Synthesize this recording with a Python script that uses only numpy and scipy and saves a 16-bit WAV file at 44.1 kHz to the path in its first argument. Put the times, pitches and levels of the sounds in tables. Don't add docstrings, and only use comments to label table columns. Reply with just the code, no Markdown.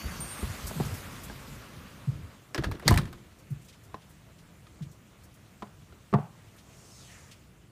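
import sys
import numpy as np
from scipy import signal
from scipy.fft import rfft, irfft, next_fast_len
from scipy.io import wavfile
from scipy.ndimage import uniform_filter1d, map_coordinates

SR = 44100
rng = np.random.default_rng(int(sys.argv[2]) if len(sys.argv) > 2 else 0)


def ratio_of_db(decibels):
    return 10 ** (np.asarray(decibels, float) / 20)


def store_wav(level_fs):
    pcm = np.round(np.clip(np.atleast_2d(level_fs), -1, 1) * 32767)
    wavfile.write(sys.argv[1], SR, pcm.T.astype(np.int16))


N = 340050

# time in seconds, gain in dB.
DOOR_GAP = [
    (0, -0.5),
    (0.75, 0.5),
    (1.43, -3.5),
    (2.09, -7.5),
    (2.36, -11.5),
    (2.52, -33),
    (2.6, -46),
]
# start in seconds, peak in dB, pitch in Hz.
STEPS = [(0.03, -34, 167), (0.044, -28.5, 64.6), (0.422, -25.5, 63), (0.488, -33, 102), (0.635, -29, 61.7),
         (0.669, -44.5, 90), (0.757, -28, 162), (0.793, -22, 146.6), (0.915, -30.5, 103),
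         (2.073, -19.5, 136), (2.224, -36.5, 93), (3.506, -25.5, 140.4), (4.808, -28.5, 156),
         (4.849, -42, 103), (5.901, -48.5, 70.4)]
# start in seconds, peak in dB, pitch in Hz.
BLOWS = [
    (2.578, -28, 131),
    (2.649, -29.5, 78),
    (2.687, -31.5, 108),
    (2.855, -20.5, 147.6),
    (2.892, -15, 124.3),
    (2.938, -23.5, 108.8),
    (2.973, -24.5, 162.4),
    (3.002, -45, 126),
]
# start in seconds, peak in dB, pitch in Hz.
SEAT = [
    (2.9235, -10.5, 60.3),
]
# start in seconds, peak in dB, bolt ring in Hz, frame in Hz.
DRAG = [(2.5452, -20, 5200, 1658), (2.5524, -34.5, 2580, 720), (2.5775, -23.5, 3260, 1690),
        (2.5825, -36.5, 3000, 1490), (2.6234, -39.5, 3620, 719), (2.6364, -29, 3230, 1448),
        (2.6409, -21.5, 3403, 1420), (2.7132, -34, 4030, 1153), (2.7184, -34.5, 3990, 1630),
        (2.7496, -45, 4270, 830), (2.7664, -54.5, 5760, 877), (2.796, -44.5, 4575, 1379),
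        (2.8234, -43, 3060, 705)]
# start in seconds, peak in dB, bolt ring in Hz, frame in Hz.
SNAP = [(2.8782, -2, 4490, 1860), (2.8838, -12, 4340, 1900), (2.9067, -27.5, 4450, 1040),
        (2.9232, -24, 2927, 1186), (2.9404, -20.5, 3050, 1720), (2.9591, -25.5, 3180, 840),
        (2.9746, -15, 2360, 1670), (2.9836, -22, 3970, 1200), (3.0008, -49, 3795, 1040),
        (3.0535, -37.5, 3240, 1610), (3.0746, -44, 3100, 1030), (3.1275, -37, 2700, 1180),
        (3.1774, -56, 2890, 714), (3.2368, -55, 2790, 2080)]
# frequency in Hz, density in dB per Hz.
RATTLE_COLOUR = [(180, -28), (300, 13), (729, -5), (1030, -6), (1120, -7), (2860, -12), (3660, -9),
                 (8460, -27.5), (15300, -26)]


def unit(x):
    return x / np.sqrt(np.mean(np.abs(x) ** 2) + 1e-20)


def along(points, hz):
    f, v = np.transpose(points)
    return np.interp(np.log(hz + 1), np.log(f + 1), v)


def curves(rows, outside=None):
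    s, *cols = np.transpose(rows)
    return [np.interp(np.arange(N) / SR, s, c, outside, outside) for c in cols]


def wobble(rate):
    knots = rng.standard_normal(int(N * rate / SR) + 4)
    return map_coordinates(knots, [np.arange(N) * rate / SR])


def filtered(x, response):
    m = next_fast_len(len(x) + 8192)
    return irfft(rfft(x, m) * response(np.fft.rfftfreq(m, 1 / SR)), m)[:len(x)]


def resonance(f, hz, width):
    return 1j * f * width / (hz * hz - f * f + 1j * f * width)


def patches(shape, bands):
    field = uniform_filter1d(rng.standard_normal(shape), size=bands, axis=0)
    return unit(uniform_filter1d(field, size=8, axis=1))


def rush(colour, patchy_db, drops=0):
    z = signal.stft(rng.standard_normal(N), nperseg=512)[2]
    noise = signal.istft(z * ratio_of_db(patchy_db * patches(z.shape, 14)), nperseg=512)[1][:N]
    hits = rng.random(N) < 900 / SR
    sizes_db = 4 * np.minimum(rng.exponential(size=N), 3.5)
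    impacts = hits * rng.uniform(-1, 1, N) * ratio_of_db(sizes_db)
    return unit(filtered(unit(noise) + drops * unit(impacts), lambda hz: ratio_of_db(along(colour, hz))))


def add(track, s, sound):
    part = track[round(s * SR):][:len(sound)]
    part += sound[:len(part)]


def aftermath(rows, db, grows, rise, t60):
    power, t = np.zeros(N), np.arange(SR // 2) / SR
    for s, peak_db, *_ in rows:
        swell = ratio_of_db(db + grows * peak_db - 60 * t / t60) * (1 - np.exp(-t / rise))
        add(power, s, swell ** 2)
    return np.sqrt(power)


def tones(rows, soft, shake_db):
    t, out = np.arange(N) / SR, np.zeros(N)
    for start, stop, hz, db, t60 in rows:
        gate = np.clip((t - start) / soft, 0, 1) * np.clip((stop - t) / 0.02, 0, 1)
        level = ratio_of_db(db - 60 * np.abs(t - start) / t60 + shake_db * wobble(25))
        out += level * gate * np.sin(2 * np.pi * hz * t)
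    return out


def rain():
    # frequency in Hz, density in dB per Hz.
    patter_colour = [(120, -29), (200, 1), (248, 0.5), (325, -9), (557, -7.5), (769, -15), (1120, -8),
                     (5000, -23.5), (6500, -51.5), (11000, -120)]
    hiss_colour = [(1470, 1.5), (2500, 0.5), (3850, -4), (6800, -3), (7730, -5.5), (13000, -6.5),
                   (15300, -12)]
    indoor_colour = [(120, -39), (200, -2), (244, -9.5), (421, -7.5), (553, -10.5), (687, -10), (794, -14),
                     (1250, -12.5), (1550, -15), (2730, -17), (4970, -24), (6890, -22), (12100, -29),
                     (15300, -29)]
    # time in seconds, level in dB.
    murmur = [
        (0, -58),
        (5.3, -60.5),
        (7.3, -59),
        (7.71, -64.5),
    ]
    gap_db, surge_db = curves(DOOR_GAP)[0], 0.14 * wobble(12)
    patter = ratio_of_db(-47 + gap_db + surge_db) * rush(patter_colour, patchy_db=1.5, drops=0.22)
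    hiss = ratio_of_db(-46 + 2 * gap_db + surge_db) * rush(hiss_colour, patchy_db=2.5, drops=0.32)
    murmur_db = curves(murmur)[0] + 0.19 * wobble(5.5)
    return patter + hiss + ratio_of_db(murmur_db) * rush(indoor_colour, patchy_db=1.5, drops=0.18)


def rumble():
    # frequency in Hz, density in dB per Hz.
    deep_colour = [(12, -40), (20, -20), (53, 0), (108, -3), (146, -0.5), (204, -12.5), (350, -18.5),
                   (460, -29.5), (770, -120)]
    calm_colour = [(12, -67), (20, -23), (52, -5.5), (108, -1), (173, -6.5), (239, -14), (350, -17.5),
                   (460, -51.5), (770, -120)]
    gusty = unit(ratio_of_db(2.8 * wobble(13)) * rush(deep_colour, patchy_db=1))
    storm = ratio_of_db(-45.5 + curves(DOOR_GAP)[0])
    pushes = aftermath(STEPS + BLOWS + SEAT, db=-14.5, grows=0.94, rise=0.017, t60=0.4)
    return np.hypot(storm, pushes) * gusty + ratio_of_db(-55.5) * rush(calm_colour, patchy_db=0.4)


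def chime():
    # strike in seconds, damped in seconds, pitch in Hz, level in dB, t60 in seconds.
    rods = [
        (.205, .42, 8899, -38, 0.75),
        (.205, 0.44, 8624, -47, 2.5),
        (.205, 0.28, 13920, -48, .16),
        (.205, .3, 14350, -52, .26),
        (-0.033, .09, 4581, -49, 2),
        (.11, .33, 4581, -52.5, 1.5),
        (-0.056, 0.11, 4382, -51, 0.72),
    ]
    tick = np.zeros(N)
    tick[round(rods[0][0] * SR)] = ratio_of_db(-10)
    tick = filtered(tick, lambda f: resonance(f, 9200, 1200) + 0.5 * resonance(f, 13000, 2000))
    return tones(rods, soft=0.0005, shake_db=3) + tick


def thuds(rows, contact_s, ring_db):
    out, t = np.zeros(N), np.arange(SR // 2) / SR
    through = np.clip(t / contact_s, 0, 1)
    press = np.sin(np.pi * through)
    after = ratio_of_db(ring_db - 60 * t / 0.2) * through
    sag = 0.0084 * (1 - np.exp(-t / 0.015))
    for s, db, hz in rows:
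        mode = np.sin(2 * np.pi * hz * (0.813 * t + sag))
        add(out, s - 0.001, ratio_of_db(db) * np.maximum(press, after) * mode)
    return out


def body_thuds():
    # start in seconds, peak in dB, pitch in Hz.
    pane_thump = [
        (6.137, -15.5, 142.3),
    ]
    feet = thuds(STEPS + pane_thump, contact_s=0.037, ring_db=-7)
    leaf = thuds(BLOWS, contact_s=0.043, ring_db=-15)
    return feet + leaf + thuds(SEAT, contact_s=0.015, ring_db=-14)


def knocks():
    # start in seconds, peak in dB, contact pitch in Hz, low part in dB.
    taps = [(0.427, -34, 596, 5), (0.71, -31, 647, -6), (0.799, -26, 742, 3), (0.807, -29.5, 810, -7),
            (1.297, -35, 1610, -1), (2.908, -16.5, 1014, -2.5), (2.914, -18, 1005, -10),
            (3.942, -27, 1022, -12.5), (4.667, -45.5, 1230, -6.5), (5.621, -29.5, 1060, -13.5),
            (5.625, -28, 1004, -6.5), (5.67, -53, 1220, -0.5), (5.922, -46.5, 1400, -2),
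            (6.127, -28, 1110, 6), (6.137, -13.5, 1147, -4), (6.143, -21, 994, -5), (6.184, -35, 1100, 6.5)]
    # frequency in Hz, level in dB, t60 in seconds.
    pane_modes = [(209.3, 8.5, 0.27), (390, -23, 0.2), (418, -9, 0.28), (705, -7, 0.29), (777, -5.5, 0.06),
                  (844, -9.5, 0.23), (908, -1.5, 0.11), (1060, -14, 0.22), (1470, -16.5, 0.057),
                  (1530, -44.5, 0.22), (1820, -15, 0.1), (2230, -19.5, 0.063)]
    contact_t60 = 0.04
    out, t = np.zeros(N), np.arange(SR // 2) / SR
    for s, db, hz, low_db in taps:
        noise = rng.standard_normal((4, len(t)))
        luck_db = rng.normal(0, 2, len(pane_modes))
        contact = np.sin(2 * np.pi * hz * t) * ratio_of_db(-60 * t / contact_t60)
        grit = filtered(noise[0] * ratio_of_db(-60 * t / (0.72 * contact_t60)),
                        lambda f: resonance(f, hz, 1.22 * hz) ** 2)
        low = filtered(noise[1] * ratio_of_db(-60 * t / 0.051), lambda f: resonance(f, 374, 240) ** 2)
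        click = filtered(noise[2] * ratio_of_db(-60 * t / 0.035), lambda f: resonance(f, 2800, 4000) ** 3)
        click_db = -34.5 - 0.8 * (db + 4.5) - 0.8 * low_db
        lasting = np.clip(1 + db / 35, 0.3, 1)
        ring = np.zeros(len(t))
        for (mode, level, t60), more in zip(pane_modes, luck_db):
            mode_db = level + more + low_db * (mode < 300)
            ring += ratio_of_db(mode_db - 60 * t / (t60 * lasting)) * np.sin(2 * np.pi * mode * t)
        blur = filtered(noise[3] * ratio_of_db(-60 * t / (0.6 * lasting)), lambda f: resonance(f, 800, 870) ** 3)
        mix = contact + 1.23 * grit + ratio_of_db(low_db + 19.5) * low + ratio_of_db(click_db) * click
        mix += ratio_of_db(-7) * ring + 0.68 * blur
        add(out, s + 0.0012, ratio_of_db(db - 3) * mix * (1 - np.exp(-t / 0.00035)))
    return out


def cloth_flicks():
    # start in seconds, peak in dB, centre in Hz.
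    flicks = [(0.584, -44.5, 3870), (0.666, -27.5, 6840), (0.847, -33.5, 5330), (0.938, -35, 6540),
              (1.232, -34.5, 8900), (1.5194, -56.5, 3680), (3.384, -50, 6000), (3.5, -48, 9000),
              (3.615, -51.5, 7000), (3.6438, -49, 6670), (3.682, -42, 3160), (3.725, -46.5, 2570),
              (3.833, -48.5, 6500), (4.01, -50, 2800), (4.0921, -48.5, 9040), (4.382, -49, 3040),
              (4.82, -45, 2920), (4.912, -50, 5800), (5.203, -58, 2850), (5.233, -47.5, 6900),
              (5.338, -50.5, 8190), (5.87, -66, 2710), (6.562, -51.5, 9500), (6.58, -46, 2970),
              (7.11, -51, 4920), (7.311, -39.5, 2900)]
    out, t = np.zeros(N), np.arange(SR // 4) / SR
    for s, db, hz in flicks:
        octaves = np.clip(1.37 + 0.025 * (db + 37), 0.4, 1.1)
        spread = lambda f: np.where(f < hz, 0.56 * octaves, octaves)
        band = filtered(rng.standard_normal(len(t)),
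                        lambda f: np.exp(-0.5 * (np.log2((f + 1) / hz) / spread(f)) ** 2))
        envelope = (1 - np.exp(-t / 0.0028)) * np.exp(-(t / 0.028) ** 2)
        add(out, s, ratio_of_db(db - 11) * unit(band) * envelope)
    return out


def sleeve_slide():
    # time in seconds, level in dB, lower band in Hz.
    sleeve = [
        (6.6, -72, 6000),
        (6.8, -59.5, 5950),
        (6.95, -56.5, 4530),
        (7.15, -57.5, 1970),
        (7.28, -63, 1600),
        (7.42, -78.5, 1500),
    ]
    f, times, z = signal.stft(rng.standard_normal(N), SR, nperseg=512)
    s, _, hz = np.transpose(sleeve)
    hz = np.interp(times, s, hz)
    bump = lambda centre, octaves: np.exp(-0.5 * (np.log2((f[:, None] + 1) / centre) / octaves) ** 2)
    parting = np.clip((5060 - hz) / (5060 - 3100), 0.12, 1.4)
    wash = bump(6400, 0.38) + 0.13 * bump(11500, 0.29) + 0.5 * bump(740, 1)
    shape = parting * bump(hz, 0.47) + wash
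    slide = signal.istft(z * shape * ratio_of_db(2.2 * patches(z.shape, 7)), SR, nperseg=512)[1][:N]
    return ratio_of_db(curves(sleeve, -120)[0]) * unit(slide)


def latch(rows, frame_db, sizzle_db):
    # frequency in Hz, level in dB, t60 in seconds.
    plate_modes = [(4370, -5.5, .03), (4756, -4, 0.031), (5020, -7.5, 0.023), (6500, -1, 0.019),
                   (7800, -5.5, 0.017)]
    out, t = np.zeros(N), np.arange(SR // 6) / SR
    plate = sum(ratio_of_db(level - 60 * t / t60) * np.sin(2 * np.pi * mode * t) for mode, level, t60 in plate_modes)
    for s, db, hz, frame_hz in rows:
        noise = rng.standard_normal((2, len(t)))
        bolt = np.sin(2 * np.pi * hz * t) * ratio_of_db(-60 * t / 0.016)
        decay = ratio_of_db(-60 * t / 0.023) + 0.091 * ratio_of_db(-60 * t / 0.19)
        burst = noise[0] * (1 - np.exp(-t / 0.0005)) * decay
        crack = filtered(burst, lambda f: resonance(f, 0.6 * hz + 2300, 3100) ** 3
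                         + ratio_of_db(sizzle_db + 12.5) * resonance(f, 8205, 4000) ** 2)
        shove = filtered(noise[1] * ratio_of_db(-60 * t / 0.061),
                         lambda f: (resonance(f, frame_hz, 493) + 0.19) * resonance(f, 800, 1607)
                         + 0.26 * resonance(f, 600, 400))
        hit = ratio_of_db(db - 4.5) * (0.6 * bolt + 1.15 * crack)
        hit += ratio_of_db(1.4 * db - 14) * plate
        hit += ratio_of_db(0.78 * db + frame_db + 3.5) * shove
        add(out, s + 0.00071, hit)
    return out


def shudder():
    # frequency in Hz, density in dB per Hz.
    leaf_colour = [(12, -36), (20, -11.5), (48, -3.5), (81, -7.5), (118, -7), (217, -8), (248, -15.5),
                   (500, -32), (650, -48), (1100, -120)]
    buzz = unit(ratio_of_db(4.2 * wobble(150)) * rush(RATTLE_COLOUR, patchy_db=3))
    dull = filtered(buzz, lambda f: 1 / (1 + 1j * f / 4500) ** 2)
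    boom_gain = aftermath(BLOWS, db=-12, grows=0.73, rise=0.0054, t60=0.45)
    boom = boom_gain * rush(leaf_colour, patchy_db=0.5)
    drag_buzz = dull * aftermath(DRAG, db=-18, grows=0.57, rise=0.0062, t60=0.15)
    snap_buzz = buzz * aftermath(SNAP, db=-23.5, grows=0.57, rise=0.0062, t60=0.18)
    return boom + drag_buzz + snap_buzz


def bolt_edge():
    # start in seconds, peak in dB.
    ticks = [
        (2.5775, -44),
        (2.7132, -39),
        (2.796, -45.5),
        (2.879, -18),
        (2.9073, -22.5),
        (2.9403, -32.5),
        (2.9591, -35),
        (2.9742, -23),
        (3.127, -44.5),
    ]
    out, t = np.zeros(N), np.arange(SR // 20) / SR
    for s, db in ticks:
        add(out, s + 0.0008, ratio_of_db(db - 60 * t / 0.014) * rng.standard_normal(len(t)))
    rub_from = 2.845
    way = (np.arange(N) / SR - rub_from) / (SNAP[0][0] - rub_from)
    rub_db = -38.5 - 19 * (0.5 - np.clip(way, 0, 1))
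    rub = ((way > 0) & (way < 1)) * ratio_of_db(rub_db) * rush(RATTLE_COLOUR, patchy_db=3)
    return rub + filtered(out, lambda f: resonance(f, 11000, 11000) ** 2 + 0.6 * resonance(f, 7600, 1500))


def hums():
    # start in seconds, stop in seconds, pitch in Hz, level in dB, t60 in seconds.
    low_modes = [
        (2.99, 3.26, 346, -48, 1.3),
        (4.33, 4.55, 169, -54, 3),
    ]
    return tones(low_modes, soft=0.021, shake_db=-1)


def hall(x):
    # frequency in Hz, t60 in seconds.
    hall_decay = [(150, 0.39), (1000, 0.4), (4000, 0.23), (12000, 0.28)]
    hz, t, z = signal.stft(rng.standard_normal(SR // 2), SR, nperseg=256)
    tail = signal.istft(z * ratio_of_db(-60 * t / along(hall_decay, hz)[:, None]), SR, nperseg=256)[1]
    return signal.fftconvolve(np.pad(x, (200, 0)), tail / np.linalg.norm(tail))[:N]


def scene():
    feet, pane = body_thuds(), knocks()
    metal = latch(DRAG, frame_db=-1, sizzle_db=-40.5) + latch(SNAP, frame_db=-4.5, sizzle_db=-18) + bolt_edge()
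    room = hall(ratio_of_db(-15.5) * metal + ratio_of_db(-23) * pane + ratio_of_db(-11.5) * feet)
    door = metal + pane + shudder() + hums()
    weather = rain() + rumble() + chime()
    return (weather + feet + door + cloth_flicks() + sleeve_slide() + room)[None]


def top_cut(x):
    return signal.sosfilt(signal.butter(12, 16510, fs=SR, output="sos"), x)


def record(dry):
    limited = filtered(dry[0], lambda hz: np.where(hz < 15300, 1, ratio_of_db(-32)) * 1j * hz / (30 + 1j * hz))
    return top_cut(limited[None])


dry = scene()
out = record(dry)
store_wav(out)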